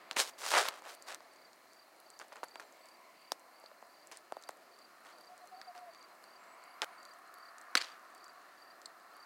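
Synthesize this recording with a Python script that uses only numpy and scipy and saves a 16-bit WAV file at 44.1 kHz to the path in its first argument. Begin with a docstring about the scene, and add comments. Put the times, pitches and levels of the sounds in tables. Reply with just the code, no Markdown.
"""A wood bonfire at night in a farmyard, some metres from a phone microphone; a soft flame roar, a far road and drone.
From the start straw scrunches close by for a second: dense stalk breaks. Wood pops and ticks (rung noise bursts) go on
throughout, as do one cricket's chirps (sagging tones) before a far chorus (narrow noise). From 2.2 s embers crumble
and, at 2.6 s, sap first whistles (gliding tones); at 5.3 s a goat bleats softly (gliding tones with a faint octave);
the sap whistles again from 6.4 s and the loudest pop comes at 7.75 s."""
import sys
import numpy as np
from scipy import signal
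from scipy.fft import rfft, irfft
from scipy.io import wavfile
from scipy.ndimage import uniform_filter1d

SR = 44100
rng = np.random.default_rng(int(sys.argv[2]) if len(sys.argv) > 2 else 0)


def generate_wav(sig):
    """Save sig (samples, or channels by samples) to the path in sys.argv[1] as 16-bit PCM at SR."""
    pcm = np.round(np.clip(np.atleast_2d(sig).T, -1, 1) * 32767).astype(np.int16)
    wavfile.write(sys.argv[1], SR, pcm)


N = 407925

# background levels: (time [s], flame roar level [dB], far road level [dB], wavering drone level [dB])
BACKGROUND_LEVELS = [(0, -62.5, -65, -68), (1.3, -64.5, -69.5, -72.5), (2.001, -67.5, -70.5, -75),
                     (2.6, -65.5, -68.5, -77.5), (3, -66.5, -71, -63.5), (3.5, -68, -70, -71.5),
                     (4.2, -67, -68, -72), (4.8, -66.5, -68, -74), (5.2, -64.5, -65.5, -75),
                     (5.8, -66, -66.5, -69), (6.299, -65.5, -63.5, -66.5), (6.8, -65.5, -61, -62.5),
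                     (7.298, -67.5, -60.5, -72), (7.799, -66, -58, -66), (8.3, -66.5, -62, -70),
                     (8.8, -66, -62.5, -72), (9.25, -67, -62.5, -73)]
# colour of the flame noise: (frequency [Hz], relative level per Hz [dB])
FLAME_COLOUR = [(15, -66), (25, -48), (128, -21.5), (167, -13.5), (349, -2.5), (445, -5.5), (651, 3.5),
                (927, -4), (1220, -14), (1930, -7), (3410, -17), (4600, -10.5), (5270, -16), (15200, -20),
                (16500, -25)]
# resonances of the far road: (centre [Hz], width [Hz], relative level [dB])
ROAD_MODES = [(721, 93, -7), (1235, 405, 1.5), (1765, 235, -6.5)]
# resonances of the drone: (centre [Hz], width [Hz], relative level [dB])
DRONE_MODES = [(1032, 121, -1.5), (2156, 280, -5.5), (2700, 510, -11.5)]
# far crickets: (centre [Hz], width [Hz], level [dB])
CHORUS_MODES = [(4184, 180, -80), (4870, 430, -86.5)]
# near cricket: (first wing stroke [s], first to last stroke [s], base level [dB])
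CRICKET_CHIRPS = [(.203, .13, -68), (.579, .13, -68), (.942, 0.13, -64), (1.311, .136, -66.5),
                  (1.697, 0.12, -66.5), (2.059, .132, -66), (2.431, .14, -63), (2.809, .132, -64),
                  (3.168, .136, -64.5), (3.536, .128, -66.5), (3.893, 0.13, -67), (4.334, .138, -63.5),
                  (4.713, 0.13, -63.5), (5.126, .142, -62.5), (5.541, .134, -63), (5.906, .132, -63),
                  (6.235, .122, -66), (6.601, .132, -66), (6.977, .132, -62), (7.352, 0.13, -63.5),
                  (7.782, .132, -60), (8.15, 0.14, -62), (8.572, 0.13, -64.5), (9.151, .132, -62)]
# goat syllables: (start [s], length [s], first pitch [Hz], last pitch [Hz], level [dB])
GOAT_SYLLABLES = [(5.283, .07, 718, 735, -58), (5.405, 0.054, 728, 710, -58),
                  (5.512, 0.054, 750, 730, -50.5), (5.556, 0.06, 735, 786, -54),
                  (5.665, 0.06, 753, 677, -52), (5.74, 0.07, 733, 720, -54),
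                  (5.805, 0.058, 730, 715, -50.5), (5.855, 0.058, 710, 660, -54.5)]
# sap whistling out of a log: (start [s], length [s], first pitch [Hz], last pitch [Hz], level [dB])
SAP_WHISTLES = [(2.62, .08, 7950, 7050, -81), (2.73, .13, 7450, 7900, -79), (6.375, .185, 7350, 8050, -76),
                (6.645, 0.17, 10700, 11700, -80), (6.86, .045, 9900, 10000, -77),
                (6.905, .115, 10000, 7150, -77)]
# thump, knock, snap and fizz of a crunch: (nominal low edge [Hz], nominal high edge [Hz])
CRUNCH_BANDS = [(400, 1500), (1500, 4300), (4300, 9000), (9000, 15500)]
# straw close by, one list per scrunch: (time [s], thump level [dB], snap against thump [dB])
STRAW_SCRUNCHES = [
    [(0.12, -54, -9), (0.156, -64, -14), (0.166, -37, -3.5), (0.178, -37, -1), (0.202, -34.5, 6.5),
     (0.246, -50, 1.5), (0.298, -54.5, 1.5), (0.32, -71, -10)],
    [(0.375, -65, -21), (0.381, -58, 4.5), (0.397, -58, 4), (0.445, -43, -3), (0.463, -44.5, 2.5),
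     (0.503, -46.5, 6), (0.515, -39, 0)],
    [(0.515, -40, 1.5), (0.557, -26, -12), (0.585, -27, -7), (0.643, -41, -4), (0.691, -42.5, -8),
     (0.697, -48, -14), (0.797, -61, -5), (0.81, -68, -19)],
    [(0.83, -75, -13), (0.838, -51.5, -15), (0.858, -55, -7), (0.874, -50, -13), (0.88, -55, -1.5),
     (0.904, -50.5, -4), (0.936, -58.5, -5), (0.95, -64, 5)],
    [(1.06, -64, -12), (1.078, -50, -4), (1.118, -45.5, -7.5), (1.138, -49, -13), (1.146, -55.5, -10),
     (1.16, -56, -22)],
]
# embers crumbling and settling: (start [s], length [s], thump level [dB], knock against thump [dB],
# snap against thump [dB], fade over the length [dB])
EMBER_FALLS = [(2.196, 0.055, -51.5, -21, -11.5, 7.4), (2.325, 0.023, -47.5, -6.5, -12, 25),
               (2.356, 0.056, -51.5, -17, -14, 14), (2.436, 0.02, -41, -26, -8, 27),
               (2.599, 0.017, -45.5, -15, -6, 25), (2.615, .025, -55.5, -8, -11, 10),
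               (4.116, 0.077, -54, -4.5, -5, 14), (5.05, .08, -58, -9, -9, 3),
               (5.75, 0.042, -57.5, -8, -11, 2), (6.82, .026, -36, -9.5, -13.5, 5.4),
               (7.757, 0.01, -27, -12, -14, 24), (7.77, .016, -37.5, 5, 1.5, 9),
               (7.786, .03, -49, 6.5, -7, 6), (7.812, 0.17, -52, 8, -0.5, 28)]
# bursting pockets in the wood: (time [s], thump [Hz], thump peak [dB], knock peak [dB], snap peak [dB],
# sharpness factor)
WOOD_POPS = [(0.1119, 880, -25.5, -24, -48, 0.49), (0.1679, 1240, -14.5, -38, -44, 0.67),
             (0.2002, 1210, -22, -14.5, -29, 0.82), (0.6862, 1120, -24, -21, -21, 0.63),
             (0.821, 990, -40, -60, -48, 1.3), (1.1462, 1410, -40, -31, -29, 0.66),
             (1.2056, 940, -41.5, -52, -65, 0.7), (2.199, 1110, -40, -46, -42, 0.82),
             (2.2148, 1500, -36.5, -54, -53, 0.69), (2.3221, 890, -38, -59, -60, 0.79),
             (2.3275, 990, -45, -57, -49, 1), (2.3579, 1170, -52, -55, -48, 1),
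             (2.3677, 1040, -40.5, -48, -59, 0.72), (2.432, 820, -24.5, -58, -44, .8),
             (2.557, 910, -33.5, -46, -41.5, 0.73), (2.5979, 980, -32.5, -50, -44, 0.76),
             (3.3195, 835, -21.5, -22.5, -23.5, 0.73), (3.639, 510, -44.5, -60, -64, 0.89),
             (3.66, 2160, -65, -43, -67, 2.3), (3.715, 610, -46, -68, -71, 0.98),
             (3.826, 765, -38.5, -70, -55, .8), (4.115, 1210, -37.5, -55, -37, 0.45),
             (4.3225, 725, -26.5, -49, -39.5, 0.82), (4.3683, 610, -31.5, -58, -48, 0.69),
             (4.4898, 1750, -40, -40, -33, 0.8), (4.4923, 760, -27.5, -52, -39, 0.57),
             (5.615, 1500, -39, -38, -51, 1.3), (5.753, 1110, -49, -61, -62, 1.2),
             (5.7628, 860, -56, -58, -56, 1.6), (5.778, 1220, -52, -49, -54, 1.3),
             (5.948, 1700, -52, -46.5, -70, 0.98), (6.24, 1610, -54, -47.5, -49, 1.4),
             (6.8189, 1020, -23, -17, -31.5, 0.54), (7.753, 1540, -11.5, -12.5, -21.5, 1.4),
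             (7.773, 2150, -25.5, -21.5, -40, 4.8), (7.807, 1700, -50, -32, -55, 2),
             (7.8156, 1720, -48, -29, -45, 1.8), (7.8221, 1900, -35, -27.5, -57, 1.2),
             (7.844, 660, -47, -32.5, -58, 1.4), (8.8577, 460, -70, -36.5, -41.5, 2.45)]
# thin ticks of bark and sparks, without thump: (time [s], snap peak [dB], snap [Hz], knock peak [dB])
BARK_TICKS = [(0.13, -50, 6580, -40), (0.9502, -38.5, 10600, -54), (1.0241, -36.5, 7550, -59),
              (1.3364, -54, 8230, -64), (1.532, -49, 6730, -51), (1.7335, -45, 7000, -63),
              (2.0018, -46, 10500, -54), (2.103, -38, 7900, -66), (2.1913, -37, 7500, -53),
              (2.2832, -48, 8080, -63), (2.4435, -39, 9840, -60), (2.4845, -47, 7540, -61),
              (2.7244, -48, 7470, -69), (2.8574, -46, 7560, -61), (2.8873, -45.5, 7800, -61),
              (3.3957, -46, 7630, -67), (3.6002, -50, 9210, -63), (4.0721, -40.5, 7800, -65),
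              (4.122, -39, 6470, -53), (4.172, -36.5, 7430, -47), (4.4248, -44, 7520, -55),
              (4.4374, -44, 6750, -44), (4.507, -46, 7380, -54), (4.5715, -50, 8010, -62),
              (4.7895, -51, 7660, -54), (5.1851, -50, 8000, -63), (5.2107, -49, 10200, -58),
              (5.3787, -46.5, 7340, -58), (5.4736, -45, 7260, -68.5), (5.9359, -52, 6840, -61),
              (6.0273, -51, 6500, -52), (6.639, -45.5, 7640, -64), (6.8447, -36, 11500, -59),
              (7.031, -46, 7890, -55), (7.0522, -42, 7700, -47), (7.137, -48, 6990, -69),
              (7.1881, -50, 10200, -66), (7.341, -40, 10600, -51), (7.3851, -49, 11000, -62),
              (7.5832, -41.5, 7350, -53), (7.6141, -41, 7500, -69), (8.1494, -43, 9540, -54),
              (8.1798, -50, 8330, -60), (8.243, -42, 7200, -58), (8.2816, -48, 7540, -62),
              (8.4173, -54, 7110, -69), (8.8172, -43, 6840, -50), (9.1671, -47, 11200, -61)]
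# thump, knock and snap rings of the wood: (base sharpness Q)
RING_Q = [1.2, 1.8, 1.4]

# near cricket: first and last stroke of a chirp
STROKE_COUNT = 6
STROKE_HZ, STROKE_MS, STROKE_DB = (4640, 4730), (14.5, 16), (0.6, 5)
STROKE_SAG_HZ = 130
SLOWING = 0.2  # the strokes space out
# straw and embers
STRAW_KNOCK_DB, STRAW_KNOCK_SLOPE = -2.9, 0.43  # knock against thump; dB per dB of snap
FIZZ_DB = -16  # against the snap
STRAW_DULLING, STRAW_SOFT_DB = 0.44, -37  # fizz dB lost per dB of thump above this level
# pops and ticks
KNOCK_HZ, SNAP_HZ, TICK_KNOCK_HZ = 4430, 8120, 4200
TEAR_MS = 0.75  # times the sharpness: a pop tears longer the sharper it rings
TICK_TEAR_MS, TICK_SHARP = 0.45, 1.37
THUD_HZ, THUD_MS, THUD_DB = 296, 3.5, -23  # level against the thump, before damping
TOP_HZ = 16000  # reach of the microphone


def undb(db):
    """Amplitude of a level in dB."""
    return 10 ** (np.asarray(db) / 20)


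def unit(x):
    """Scale a sound to an RMS of one."""
    return x / np.sqrt(np.mean(x ** 2))


def band(x, lo_hz, hi_hz, order=2):
    """Keep the band between two frequencies."""
    return signal.sosfilt(signal.butter(order, [lo_hz, hi_hz], "band", fs=SR, output="sos"), x)


def highpass(x, hz, order):
    """Remove the bass below a frequency."""
    return signal.sosfilt(signal.butter(order, hz, "high", fs=SR, output="sos"), x)


def walk(rate):
    """Random levels held 1 / rate s and slewed twice; spread near 1."""
    hold = int(SR / rate)
    steps = np.repeat(rng.standard_normal(N // hold + 1), hold)
    slewed = uniform_filter1d(uniform_filter1d(steps, hold), hold)
    return np.sqrt(11 / 6) * slewed[:N]


def rows(table):
    """Sample indices that a curve spans and its columns there."""
    s, *columns = np.transpose(table)
    i = np.arange(int(s[0] * SR), min(int(s[-1] * SR), N))
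    return i, [np.interp(i / SR, s, column) for column in columns]


def swelling(modes, depth_db, rate):
    """Noise in a few resonances, each wavering alone."""
    out = np.zeros(N)
    for hz, width, db in modes:
        noise = unit(band(rng.standard_normal(N), hz - width / 2, hz + width / 2))
        out += undb(db + depth_db * walk(rate)) * noise
    return out


def glides(notes, waver, second_db, edge_s):
    """Unsteady tones, each with an octave partial, that slide in pitch, swell and fade."""
    out, shake, flutter = np.zeros(N), walk(65), walk(40)
    for start, length, first_hz, last_hz, db in notes:
        i, (hz,) = rows([(start, first_hz), (start + length, last_hz)])
        phase = 2 * np.pi * np.cumsum(hz * (1 + waver * shake[i])) / SR
        edge = np.minimum(1, np.minimum(i - i[0], i[-1] - i) / (edge_s * SR))
        tone = np.sin(phase) + undb(second_db) * np.sin(2 * phase)
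        out[i] += np.sqrt(2) * edge * undb(db + 1.8 * flutter[i]) * tone
    return out


def far_road(level_db):
    """Far road: noise in broad resonances that waver slowly under a drawn level."""
    return swelling(ROAD_MODES, 1.3, 6) * undb(level_db)


def drone(level_db):
    """Wavering drone: noise in resonances that swell apart from one another."""
    return swelling(DRONE_MODES, 2.2, 8) * undb(level_db)


def flames(roar_db):
    """Flame roar: coloured noise in overlapping octave bands that flicker alone."""
    hz = np.maximum(np.arange(N // 2 + 1) * SR / N, 1)
    colour_hz, colour_db = np.transpose(FLAME_COLOUR)
    colour = undb(np.interp(np.log(hz), np.log(colour_hz), colour_db))
    noise = rfft(rng.standard_normal(N)) * colour
    scale = np.std(irfft(noise * (hz > 300) * (hz < 900), N))  # levels refer to this band
    out = np.zeros(N)
    for centre in 2 ** np.arange(4.5, 14.6, 1.):
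        share = np.cos(np.pi / 2 * np.clip(np.log2(hz / centre), -1, 1)) ** 2
        follow = np.clip(1.3 - centre / 6000, 0, 1)  # the hiss stays even while the roar swells
        db = follow * roar_db + (1 - follow) * roar_db.min() + (.4 + follow) * walk(9)
        out += undb(db) * irfft(noise * share, N) / scale
    return out


def background():
    """Flames, far road and drone, each along its own level curve."""
    s, *columns = np.transpose(BACKGROUND_LEVELS)
    roar_db, road_db, drone_db = (np.interp(np.arange(N) / SR, s, c) for c in columns)
    return flames(roar_db) + far_road(road_db) + drone(drone_db)


def far_chorus():
    """Many far crickets blur into narrow bands of quickly fluttering noise."""
    return swelling(CHORUS_MODES, 3.6, 70)


def cricket():
    """Each wing stroke is a short tone sagging in pitch; strokes space out and rise in pitch and level."""
    out = np.zeros(N + SR)
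    chance = rng.standard_normal((len(CRICKET_CHIRPS), STROKE_COUNT, 2))
    along = np.linspace(0, 1, STROKE_COUNT)
    place = along * (1 - SLOWING * (1 - along))
    stroke_hz, stroke_ms, stroke_db = (np.interp(along, [0, 1], ends) for ends in (STROKE_HZ, STROKE_MS, STROKE_DB))
    strokes = list(zip(place, stroke_hz, stroke_ms, stroke_db))
    for (first, length, db), luck in zip(CRICKET_CHIRPS, chance):
        for (s, hz, ms, rel_db), (pitch_luck, level_luck) in zip(strokes, luck):
            u = np.linspace(0, 1, int(ms / 1000 * SR))
            pitch = hz + 12 * pitch_luck - STROKE_SAG_HZ * u ** 1.15
            tone = np.sin(2 * np.pi * np.cumsum(pitch) / SR)
            swell = np.abs(np.sin(np.pi * u)) ** 0.44
            i = int((first + s * length) * SR)
            out[i:i + len(u)] += undb(db + rel_db + 2.2 * level_luck) * swell * tone
    return out[:N]


def goat():
    """Soft bleat: short voiced syllables of gliding pitch with a faint octave."""
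    return glides(GOAT_SYLLABLES, 0.0055, -28, 0.016)


def sap():
    """Sap whistling out of a log: high, almost pure tones that glide."""
    return glides(SAP_WHISTLES, 0.0088, -60, 0.014)


def stalk_breaks(per_s=3500, spread_db=2.0):
    """Dense breaks of uneven size, shared by all four bands; each band leans towards its low edge."""
    size = undb(spread_db * rng.exponential(size=N)) * (rng.random(N) < per_s / SR)
    breaks = signal.lfilter([1], [1, -.95], size)
    lean = signal.lfilter([1], [1, -.6], breaks * rng.standard_normal((len(CRUNCH_BANDS), N)))
    parts = np.array([unit(band(x, .85 * lo, 1.1 * hi)) for x, (lo, hi) in zip(lean, CRUNCH_BANDS)])
    parts[0] = unit(highpass(parts[0], 520, 2))  # thin stalks
    return parts


def straw(parts):
    """Straw scrunched close by: stalk breaks whose knock follows the brightness and whose fizz dulls when hard."""
    out = np.zeros(N)
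    for scrunch in STRAW_SCRUNCHES:
        i, (db, snap) = rows(scrunch)
        knock = STRAW_KNOCK_DB + STRAW_KNOCK_SLOPE * snap
        fizz = snap + FIZZ_DB - STRAW_DULLING * (db - STRAW_SOFT_DB)
        out[i] += np.sum(parts[:, i] * undb(db + np.array([0 * db, knock, snap, fizz])), axis=0)
    return out


def embers(parts):
    """Embers crumbling and settling: brief runs of the same dense breaks that fade evenly in dB."""
    out = np.zeros(N)
    for start, length, db, knock, snap, fade_db in EMBER_FALLS:
        i, (level_db,) = rows([(start, db), (start + length, db - fade_db)])
        out[i] += undb([0, knock, snap, snap + FIZZ_DB]) @ parts[:, i] * undb(level_db)
    return out


def thuds():
    """Every pop pushes the air once: a low, quickly damped swing."""
    s, _, db = np.array(WOOD_POPS)[:, :3].T
    kicks, t = np.zeros(N), np.arange(1024) / SR
    kicks[(s * SR).astype(int)] = undb(db + THUD_DB)
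    swing = np.sin(2 * np.pi * THUD_HZ * t) * np.exp(-1000 * t / THUD_MS)
    return highpass(np.convolve(kicks, swing)[:N], 175, 3)


def bursts(start_s, ring_hz, peak_db, tear_ms, sharp, tail_db=-22, tail_ms=8.9):
    """A click and a brief tearing noise ring the wood, with a short splintering tail."""
    out, t = np.zeros(N + 2048), np.arange(2048) * 1000 / SR  # t in ms
    noise = rng.standard_normal((len(start_s), 2048))
    tear = np.exp(-t / np.clip(tear_ms, .05, 3)[:, None])
    push = noise * (tear + undb(tail_db) * np.exp(-t / tail_ms))
    push[:, 0] = 3.23  # the click
    spectrum = rfft(push)
    at = (np.asarray(start_s) * SR).astype(int)[:, None] + np.arange(2048)
    hz = np.arange(1, 1026) * SR / 2048
    for k, q in enumerate(RING_Q):
        ratio = hz / ring_hz[:, k:k + 1]
        resonance = (1 + 1j * q * sharp[:, None] * (ratio - 1 / ratio)) ** 2
        # neighbouring rings swing in opposite sense
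        ring = (-1) ** k * irfft(spectrum / resonance / (1 + 1j * hz / 14000))
        ring = ring / np.abs(signal.hilbert(ring[:, :256])).max(axis=1, keepdims=True)
        np.add.at(out, at, ring * undb(peak_db[:, k:k + 1]))
    return out[:N]


def faint_ticks():
    """A random rain of faint ticks, many soft and a few louder."""
    draw = rng.random((170, 8))
    ring_hz = np.array([600, 2500, 6500]) * 2 ** draw[:, 4:7]
    peak_db = np.array([-66, -70, -64]) - 5.6 * np.log(draw[:, 1:4] + 0.15)
    return bursts(draw[:, 0] * N / SR, ring_hz, peak_db, draw[:, 7], 1.0 + draw[:, 7])


def bark_ticks():
    """Thin ticks of bark and sparks: a knock and a snap without thump."""
    s, snap_db, snap_hz, knock_db = np.array(BARK_TICKS).T
    same = np.ones(len(s))
    ring_hz = np.c_[1000 * same, TICK_KNOCK_HZ * same, snap_hz]
    peak_db = np.c_[-np.inf * same, knock_db, snap_db]  # the thump is silent
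    return bursts(s, ring_hz, peak_db, TICK_TEAR_MS * same, TICK_SHARP * same)


def wood_pops():
    """Bursting pockets in the wood ring as thump, knock and snap."""
    pop = np.array(WOOD_POPS)
    same, sharp = np.ones(len(pop)), pop[:, 5]
    ring_hz = np.c_[pop[:, 1], KNOCK_HZ * same, SNAP_HZ * same]
    return bursts(pop[:, 0], ring_hz, pop[:, 2:5], TEAR_MS * sharp, sharp)


def scene():
    """Farmyard behind, animals and sap between, straw and bonfire in front."""
    animals = far_chorus() + cricket() + goat()
    parts = stalk_breaks()
    crackle = straw(parts) + embers(parts) + faint_ticks() + bark_ticks() + wood_pops()
    # small sticks and stalks radiate little bass
    near = highpass(crackle, 260, 3) + thuds()
    return (background() + animals + sap() + near)[None]


def record(dry):
    """The phone microphone cuts the top."""
    return signal.sosfilt(signal.ellip(8, .2, 70, TOP_HZ, fs=SR, output="sos"), dry)


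dry = scene()
out = record(dry)
generate_wav(out)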